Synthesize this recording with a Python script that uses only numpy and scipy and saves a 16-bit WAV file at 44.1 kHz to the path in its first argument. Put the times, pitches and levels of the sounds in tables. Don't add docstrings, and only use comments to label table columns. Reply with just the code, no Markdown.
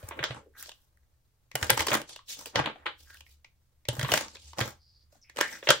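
import sys
import numpy as np
from scipy import signal
from scipy.io import wavfile
from scipy.ndimage import uniform_filter1d

SR = 44100
rng = np.random.default_rng(int(sys.argv[2]) if len(sys.argv) > 2 else 0)


def attenuation_scalar(level_db):
    decades = np.asarray(level_db, float) / 20
    return 10 ** decades


def int16_out(signal):
    q = np.round(np.clip(np.atleast_2d(signal).T, -1, 1) * 32767)
    wavfile.write(sys.argv[1], SR, q.astype(np.int16))


N = 255780


def evened(x):
    return x / np.sqrt(np.mean(x ** 2) + 1e-20)


def read(points, hz):
    f, value = np.transpose(points)
    return np.interp(np.log(hz + 1), np.log(f + 1), value)


def add(mix, s, sound):
    part = mix[..., max(round(s * SR), 0):][..., :sound.shape[-1]]
    part += sound[..., :part.shape[-1]]


def band(x, lo_hz, hi_hz, order=2):
    edges = np.clip([lo_hz, hi_hz], 10, SR / 2 - 500)
    return signal.sosfilt(signal.butter(order, edges, "bandpass", fs=SR, output="sos"), x)


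def ring(modes, t, detune):
    hz, db, t60_s = np.transpose(modes)[:, :, None]
    shake = detune[:len(hz), None]
    level = attenuation_scalar(db + 4 * shake - 60 * t / t60_s)
    pitch_hz = hz * (1 + 0.06 * shake[::-1])
    return (level * np.sin(2 * np.pi * pitch_hz * t)).sum(0)


# f/Hz, likeness/1
SAME = [(60, 0.75), (300, 0.85), (1000, 0.14), (3000, 0.2), (7000, 0.0059)]


def pair(size):
    hz = np.fft.rfftfreq(size, 1 / SR)
    a, b, c, d = rng.standard_normal((4 * N // size + 5, len(hz), 4)).T
    same = np.clip(read(SAME, hz), -1, 1)[:, None]
    left = a + 1j * b
    right = same * left + np.sqrt(1 - same ** 2) * (c + 1j * d)
    return hz, np.array([left, right])


def unfold(z, size):
    return evened(signal.istft(z, nperseg=size, noverlap=3 * size // 4)[1][:, :N])


# f/Hz, relative density/dB per Hz
QUIET = [(25, -3.5), (70, -6.5), (100, -10), (242, -26), (1250, -34.5), (11600, -38.5), (16000, -35.5)]
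QUIET_RMS_DB = -70.5
# t/s, rms level/dB
RUMBLE = [(0, -57.5), (0.901, -75.5), (1.13, -68), (1.4, -75.5), (3.28, -63), (3.5, -76.5), (4.449, -59),
          (5.8, -78)]
HUM_HZ, HUM_PEAK_DB = 120, -76


def room_tone():
    t = np.arange(N) / SR
    hz, z = pair(size=2048)
    hiss = attenuation_scalar(QUIET_RMS_DB) * unfold(z * attenuation_scalar(read(QUIET, hz))[:, None], size=2048)
    s, db = np.transpose(RUMBLE)
    hum = attenuation_scalar(HUM_PEAK_DB) * np.sin(2 * np.pi * HUM_HZ * t)
    low = rng.standard_normal(N) + 0.22 * rng.standard_normal((2, N))
    rumble = attenuation_scalar(np.interp(t, s, db)) * evened(band(low, 66, 80))
    return hiss + rumble + hum


# f/Hz, t60/s
ROOM = [(150, 0.21), (500, 0.16), (1500, 0.18), (4000, 0.23), (8000, 0.16), (15000, 0.038)]


def room(x):
    length = SR // 2
    slots = np.arange(120, length - 20, 20)
    taps = np.zeros((2, length))
    at = slots + rng.integers(0, 20, (2, len(slots)))
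    np.put_along_axis(taps, at, rng.choice([-1., 1.], at.shape), 1)
    hz, t, z = signal.stft(taps, SR, nperseg=512)
    same = np.clip(read(SAME, hz), -1, 1)[:, None]
    z[1] = same * z[0] + np.sqrt(1 - same ** 2) * z[1]
    decay = attenuation_scalar(-60 * t / read(ROOM, hz)[:, None])
    tail = signal.istft(z * decay, SR, nperseg=512)[1]
    tail *= 1 - np.exp(-np.arange(tail.shape[1]) / SR / 0.00029)
    return signal.fftconvolve(x[None], tail / np.linalg.norm(tail[0]), axes=1)[:, :N]


# f/Hz, level/dB, t60/s
TABLE = [(82, -9, .04), (120, 0, .065), (190, -11, .022)]
# t/s, nominal peak level/dB, mode pitch at that spot/ratio
THUDS = [(0.034, -36.5, 0.75), (0.201, -38.5, 1.14), (0.302, -34, 1.03), (1.545, -36.5, 1),
         (1.623, -28.5, 0.75), (1.701, -36.5, 1.18), (1.718, -29.5, 0.99), (1.796, -33, 0.69),
         (1.914, -35, 0.97), (2.556, -33, 0.92), (2.595, -28, 1.18), (3.885, -26, 1.05), (3.983, -28, 1.01),
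         (4.031, -24, 1.15), (4.116, -33, 0.91), (4.143, -38, 1.3), (4.58, -39, 1.11), (4.609, -26, 0.94),
         (5.69, -30, 1.08)]
THUD_SIDE_DB = 0.7


def knocks():
    t, out = np.arange(round(.12 * SR)) / SR, np.zeros((2, N))
    detunes = rng.standard_normal((len(THUDS), len(TABLE)))
    for (s, db, ratio), detune in zip(THUDS, detunes):
        modes = np.multiply(TABLE, [ratio, 1, 1])
        thud = ring(modes, t, detune / 2) * (1 - np.exp(-t / 0.01))
        side_db = THUD_SIDE_DB * detune[-1] * np.array([[1], [-1]])
        add(out, s, attenuation_scalar(db + side_db) * thud / abs(thud).max())
    return out


# start t/s, end t/s, start f/Hz, end f/Hz, level before fades/dB
RASPS = [(.4, .52, 480, 360, -61), (.535, .658, 1650, 1450, -58), (3.05, 3.17, 1580, 1650, -62),
         (4.78, 5.06, 4800, 4700, -69), (5.212, 5.245, 5900, 5100, -62), (5.236, 5.329, 2280, 2500, -69),
         (5.408, 5.48, 1650, 1900, -37), (5.46, 5.585, 2050, 1750, -48)]
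RASP_WIDEST_HZ = 750


def rasp():
    out = np.zeros(N)
    for start, end, from_hz, to_hz, db in RASPS:
        t = np.arange(round((end - start) * SR)) / SR
        slips = rng.standard_normal(len(t)) * (rng.random(len(t)) < .5 * from_hz / SR)
        glide_hz = np.linspace(from_hz, to_hz, len(t))
        turn = np.exp(2j * np.pi * np.cumsum(glide_hz) / SR)
        r = np.exp(-np.pi * min(.3 * from_hz, RASP_WIDEST_HZ) / SR)
        once = signal.lfilter([1 - r], [1, -r], slips / turn)
        gap = (turn * signal.lfilter([1 - r], [1, -r], once)).real
        add(out, start, attenuation_scalar(db) * evened(gap) * signal.windows.tukey(len(t), .3))
    return out


# start t/s, hold/s, rub level/dB, flexing body level/dB, glossy hiss level/dB
STROKES = [(0, 0.095, -60.5, -56, -58), (0.138, 0.09, -71.5, -52.5, -65.5),
           (0.194, 0.029, -69.5, -49.5, -70.5), (0.292, 0.075, -57.5, -48, -78.5),
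           (0.583, .045, -50.5, -64, -47), (0.628, 0.049, -50.5, -74.5, -58),
           (0.751, 0.12, -76, -81, -72.5), (1.62, 0.03, -40, -37.5, -43), (1.72, 0.0381, -69, -57.5, -46),
           (1.778, 0.026, -34.5, -34, -37.5), (1.883, 0.015, -32, -36, -39.5),
           (1.909, 0.037, -36, -27, -35.5), (1.563, .03, -53, -53.5, -52.5),
           (2.091, 0.027, -47.5, -58.5, -72), (2.297, 0.034, -38.5, -60.5, -42.5),
           (2.37, 0.11, -49.5, -56.5, -52.5), (2.566, 0.026, -60.5, -30, -64),
           (2.633, .05, -77, -40.5, -86), (2.753, 0.077, -87.5, -58, -92.5),
           (2.993, 0.19, -61, -74.5, -61.5), (3.266, 0.06, -64, -76.5, -63),
           (3.933, 0.15, -50.5, -46.5, -50.5), (4.116, 0.046, -31.5, -32.5, -32.5),
           (4.2, 0.047, -48, -47, -61), (4.287, 0.063, -55.5, -64.5, -72), (4.402, 0.11, -56.5, -71, -67),
           (4.594, 0.028, -38.5, -34.5, -42), (4.654, 0.033, -47, -44.5, -48.5),
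           (5.124, 0.039, -66.5, -68.5, -70), (5.385, 0.03, -40.5, -36.5, -45),
           (5.454, .11, -47.5, -53, -52), (5.641, .12, -50.5, -60, -54)]
RISE_DB_PER_S, FALL_DB_PER_S = 899, 351
FIDGET_DB = -87


def strokes():
    t = np.arange(0, N + 64, 64) / SR
    start, hold, *levels_db = np.transpose(STROKES)[:, :, None]
    rise_db = -RISE_DB_PER_S * np.maximum(start - t, 0)
    fall_db = -FALL_DB_PER_S * np.maximum(t - start - hold, 0)
    gains = []
    for db in levels_db:
        power = (attenuation_scalar(db + rise_db + fall_db) ** 2).sum(0)
        gains.append(np.sqrt(power + attenuation_scalar(FIDGET_DB) ** 2))
    return [np.interp(np.arange(N) / SR, t, gain) for gain in gains]


# f/Hz, level/dB, t60/s
DECK = [(618.8, -4.5, 0.04), (1066, -3.5, 0.01), (1920, 10, 0.0032), (3100, 1, 0.011)]
GRIP_DB = 2.8


def slide():
    rub, weight, gloss = strokes()
    hz, z = pair(size=256)
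    patches = uniform_filter1d(rng.standard_normal(z.shape[1:]), size=5, axis=0)
    patches = evened(uniform_filter1d(patches, size=14, axis=1))
    grip = evened(uniform_filter1d(rng.standard_normal(z.shape[2]), size=6))
    hiss = unfold(z * attenuation_scalar(2.7 * patches + GRIP_DB * grip), size=256)
    ticks = attenuation_scalar(4.5 * np.minimum(rng.exponential(1, N), 3)) * (rng.random(N) < 150 / SR)
    ticks = signal.oaconvolve(ticks, attenuation_scalar(-60 * np.arange(900) / SR / 0.009))[:N]
    hard = weight / (weight + attenuation_scalar(-48))
    drive = hiss * (1 + 0.9 * hard * (evened(ticks) - .7))
    low = band(drive, 160, 1600)
    deck = ring(DECK, np.arange(2048) / SR, np.zeros(len(DECK)))[None]
    flex = signal.oaconvolve(low, deck, axes=1)[:, :N]
    rub_sound = rub * evened(band(drive, 2800, 7800))
    body_sound = weight * evened(evened(low) + 0.045 * evened(flex))
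    gloss_sound = gloss * evened(band(drive, 8300, 24000, order=3))
    return rub_sound + body_sound + gloss_sound


def body(push, hz, top_hz, deck, heavy):
    rung = band(signal.fftconvolve(push, deck, axes=1)[:, :push.shape[1]], 300, SR)
    wide = band(push, 250, top_hz, order=6)
    spread = 1.1 + .12 * heavy
    hollow = band(push, hz / spread, hz * spread)
    wide_part = (0.2 + 1.6 * heavy) * evened(wide)
    hollow_part = (1.3 - 0.45 * heavy) * evened(hollow)
    return evened(wide_part + hollow_part + 2.2 * heavy ** 2 * evened(rung))


# t/s, peak level of body/dB, f of hollow between cards/Hz, edge crack peak re body/dB
SLAPS = [(0.029, -40.5, 584, -53.5), (0.089, -46.5, 2550, 27), (0.111, -29, 990, -46.5),
         (0.122, -29.5, 614, -48), (0.191, -23, 595, -42), (0.229, -20, 1370, -50.5),
         (0.24, -9.5, 3020, -14), (0.308, -25, 630, -34.5), (0.627, -38, 1910, 15), (0.66, -32, 4080, -12),
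         (0.684, -46, 660, -14), (0.693, -31.5, 3000, -3.5), (0.718, -36.5, 2900, -7),
         (0.973, -57, 1727, 3), (1.033, -66, 1900, -23), (1.516, -35.5, 1995, -10.5),
         (1.555, -12.5, 740, 2.5), (1.628, -10, 1500, -6), (1.697, -6.5, 1730, -20),
         (1.703, 0.5, 1570, 1.5), (1.733, -21, 2197, -13), (1.777, -20, 970, -20), (1.794, -14.5, 1760, -9),
         (1.806, -12.5, 940, -6), (1.825, -17.5, 600, -6), (1.869, -15, 4330, -0.5),
         (1.884, -13.5, 482, -12), (1.918, -15.5, 1970, -38), (1.928, -20.5, 934, -15.5),
         (1.942, -10.5, 1860, -8.5), (1.951, -12, 910, 1.5), (2.017, -26, 463, -1.5),
         (2.094, -33.5, 3250, -0.5), (2.162, -29.5, 3070, -5), (2.191, -38.5, 1110, -30),
         (2.412, -34.5, 1060, 3.5), (2.459, -25.5, 2590, 2.5), (2.469, -36.5, 496, -35),
         (2.558, -6.5, 770, -17.5), (2.642, -24.5, 1550, -42), (2.66, -15.5, 2190, -35.5),
         (2.759, -41, 700, -45), (2.859, -23, 903, -46.5), (2.865, -16.5, 1280, -35.5),
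         (3.104, -39.5, 1630, -23.5), (3.144, -41.5, 1700, 3), (3.171, -42, 2880, -6.5),
         (3.208, -34, 2650, -7), (3.265, -45.5, 2070, -31), (3.447, -38.5, 2200, -14.5),
         (3.854, -36.5, 2110, -13), (3.887, -12.5, 3100, -1), (3.995, -19, 1580, -3),
         (4.013, -21, 1760, -23.5), (4.03, -18, 1630, -4), (4.048, -21, 1090, -34), (4.09, -19, 950, -41),
         (4.119, -9, 630, -8.5), (4.139, -6, 680, -5), (4.157, -22.5, 1970, -20.5),
         (4.176, -11.5, 2000, -7.5), (4.207, -31, 3950, 5), (4.223, -27.5, 5450, -1),
         (4.283, -33, 4500, -8), (4.351, -35.5, 4400, -7), (4.356, -32.5, 3480, -18),
         (4.369, -37, 2520, -10.5), (4.533, -34, 1000, -13), (4.585, -16, 564, -10),
         (4.606, -16.5, 1830, -5.5), (4.611, -13.5, 570, -30.5), (5.126, -54, 614, -3),
         (5.152, -58.5, 703, -12), (5.298, -35, 1890, -9.5), (5.362, -32.5, 534, -5),
         (5.371, -25.5, 1860, -5), (5.383, -25.5, 485, -28), (5.406, -18, 1520, -14),
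         (5.411, -3.5, 1550, -5.5), (5.628, -29.5, 600, -39.5), (5.673, -12.5, 586, -39),
         (5.69, -3.5, 2840, -15.5), (5.705, -0.5, 1390, -5.5)]
SWELL_S, SWELL_DB = .003, -27.5
LOWEST_TOP_HZ = 3650
FLICK_DB = -32
ECHO_DB, ECHO_PER_CRACK_DB = -8, -0.1468


def slaps():
    t = np.arange(round(.12 * SR)) / SR
    cards, into_room = np.zeros((2, N)), np.zeros(N)
    noises = rng.standard_normal((len(SLAPS), 4, len(t)))
    detunes = rng.standard_normal((len(SLAPS), len(DECK)))
    pulse = signal.unit_impulse(len(t))[None]
    treble_pulse = evened(band(pulse, 2200, 25000))
    swell_db = SWELL_DB * (1 - t / SWELL_S)
    for (s, db, hz, crack_db), noise, detune in zip(SLAPS, noises, detunes):
        top_hz = max(5000 * attenuation_scalar(0.17 * (crack_db + 28.0)), LOWEST_TOP_HZ)
        deck = ring(DECK, t, detune)[None]
        heavy = 1 / (1 + attenuation_scalar(FLICK_DB - db))
        spikes = noise[3] ** 2
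        fall_db = -60 * (t - SWELL_S) / (0.008 + 0.014 * heavy)
        landing = attenuation_scalar(np.minimum(swell_db, fall_db)) * spikes
        side = 0.76 * band(noise[1] * landing, 1600, SR) * np.array([[1], [-1]])
        slap = body(noise[0] * landing + side, hz, top_hz, deck, heavy)
        snap = attenuation_scalar(np.minimum(swell_db, -60 * (t - SWELL_S) / 0.0092))
        edge = band(noise[1:3] * spikes * snap, 6400, 16000)
        strength = attenuation_scalar(db) / abs(slap).max()
        crack = attenuation_scalar(db + crack_db) / abs(edge).max()
        add(cards, s - SWELL_S, strength * slap + crack * edge)
        bright = treble_pulse * crack * edge.std()
        smooth = strength * body(pulse, hz, top_hz, deck, heavy) + bright
        echo_db = ECHO_DB - 5 * (1 - heavy) + ECHO_PER_CRACK_DB * crack_db
        add(into_room, s, attenuation_scalar(echo_db) * smooth[0])
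    return cards, into_room


SPACING_S = .00005


def scene():
    cards, into_room = slaps()
    rubbing = slide() + rasp()
    near = np.array([cards[0], np.roll(cards[1], round(SPACING_S * SR))])
    thuds = band(knocks(), 49, 740, order=3)
    echo = room(into_room + (attenuation_scalar(-5.5) * rubbing + attenuation_scalar(-11.0) * thuds).mean(0))
    return near + thuds + rubbing + echo + room_tone()


def top_cut(x):
    return signal.sosfilt(signal.butter(12, 17000, fs=SR, output="sos"), x)


def record(dry):
    lowpass = signal.firwin(255, 15900, fs=SR)[None]
    mix = signal.oaconvolve(np.tanh(dry), lowpass, "same")
    return top_cut(mix)


dry = scene()
out = record(dry)
int16_out(out)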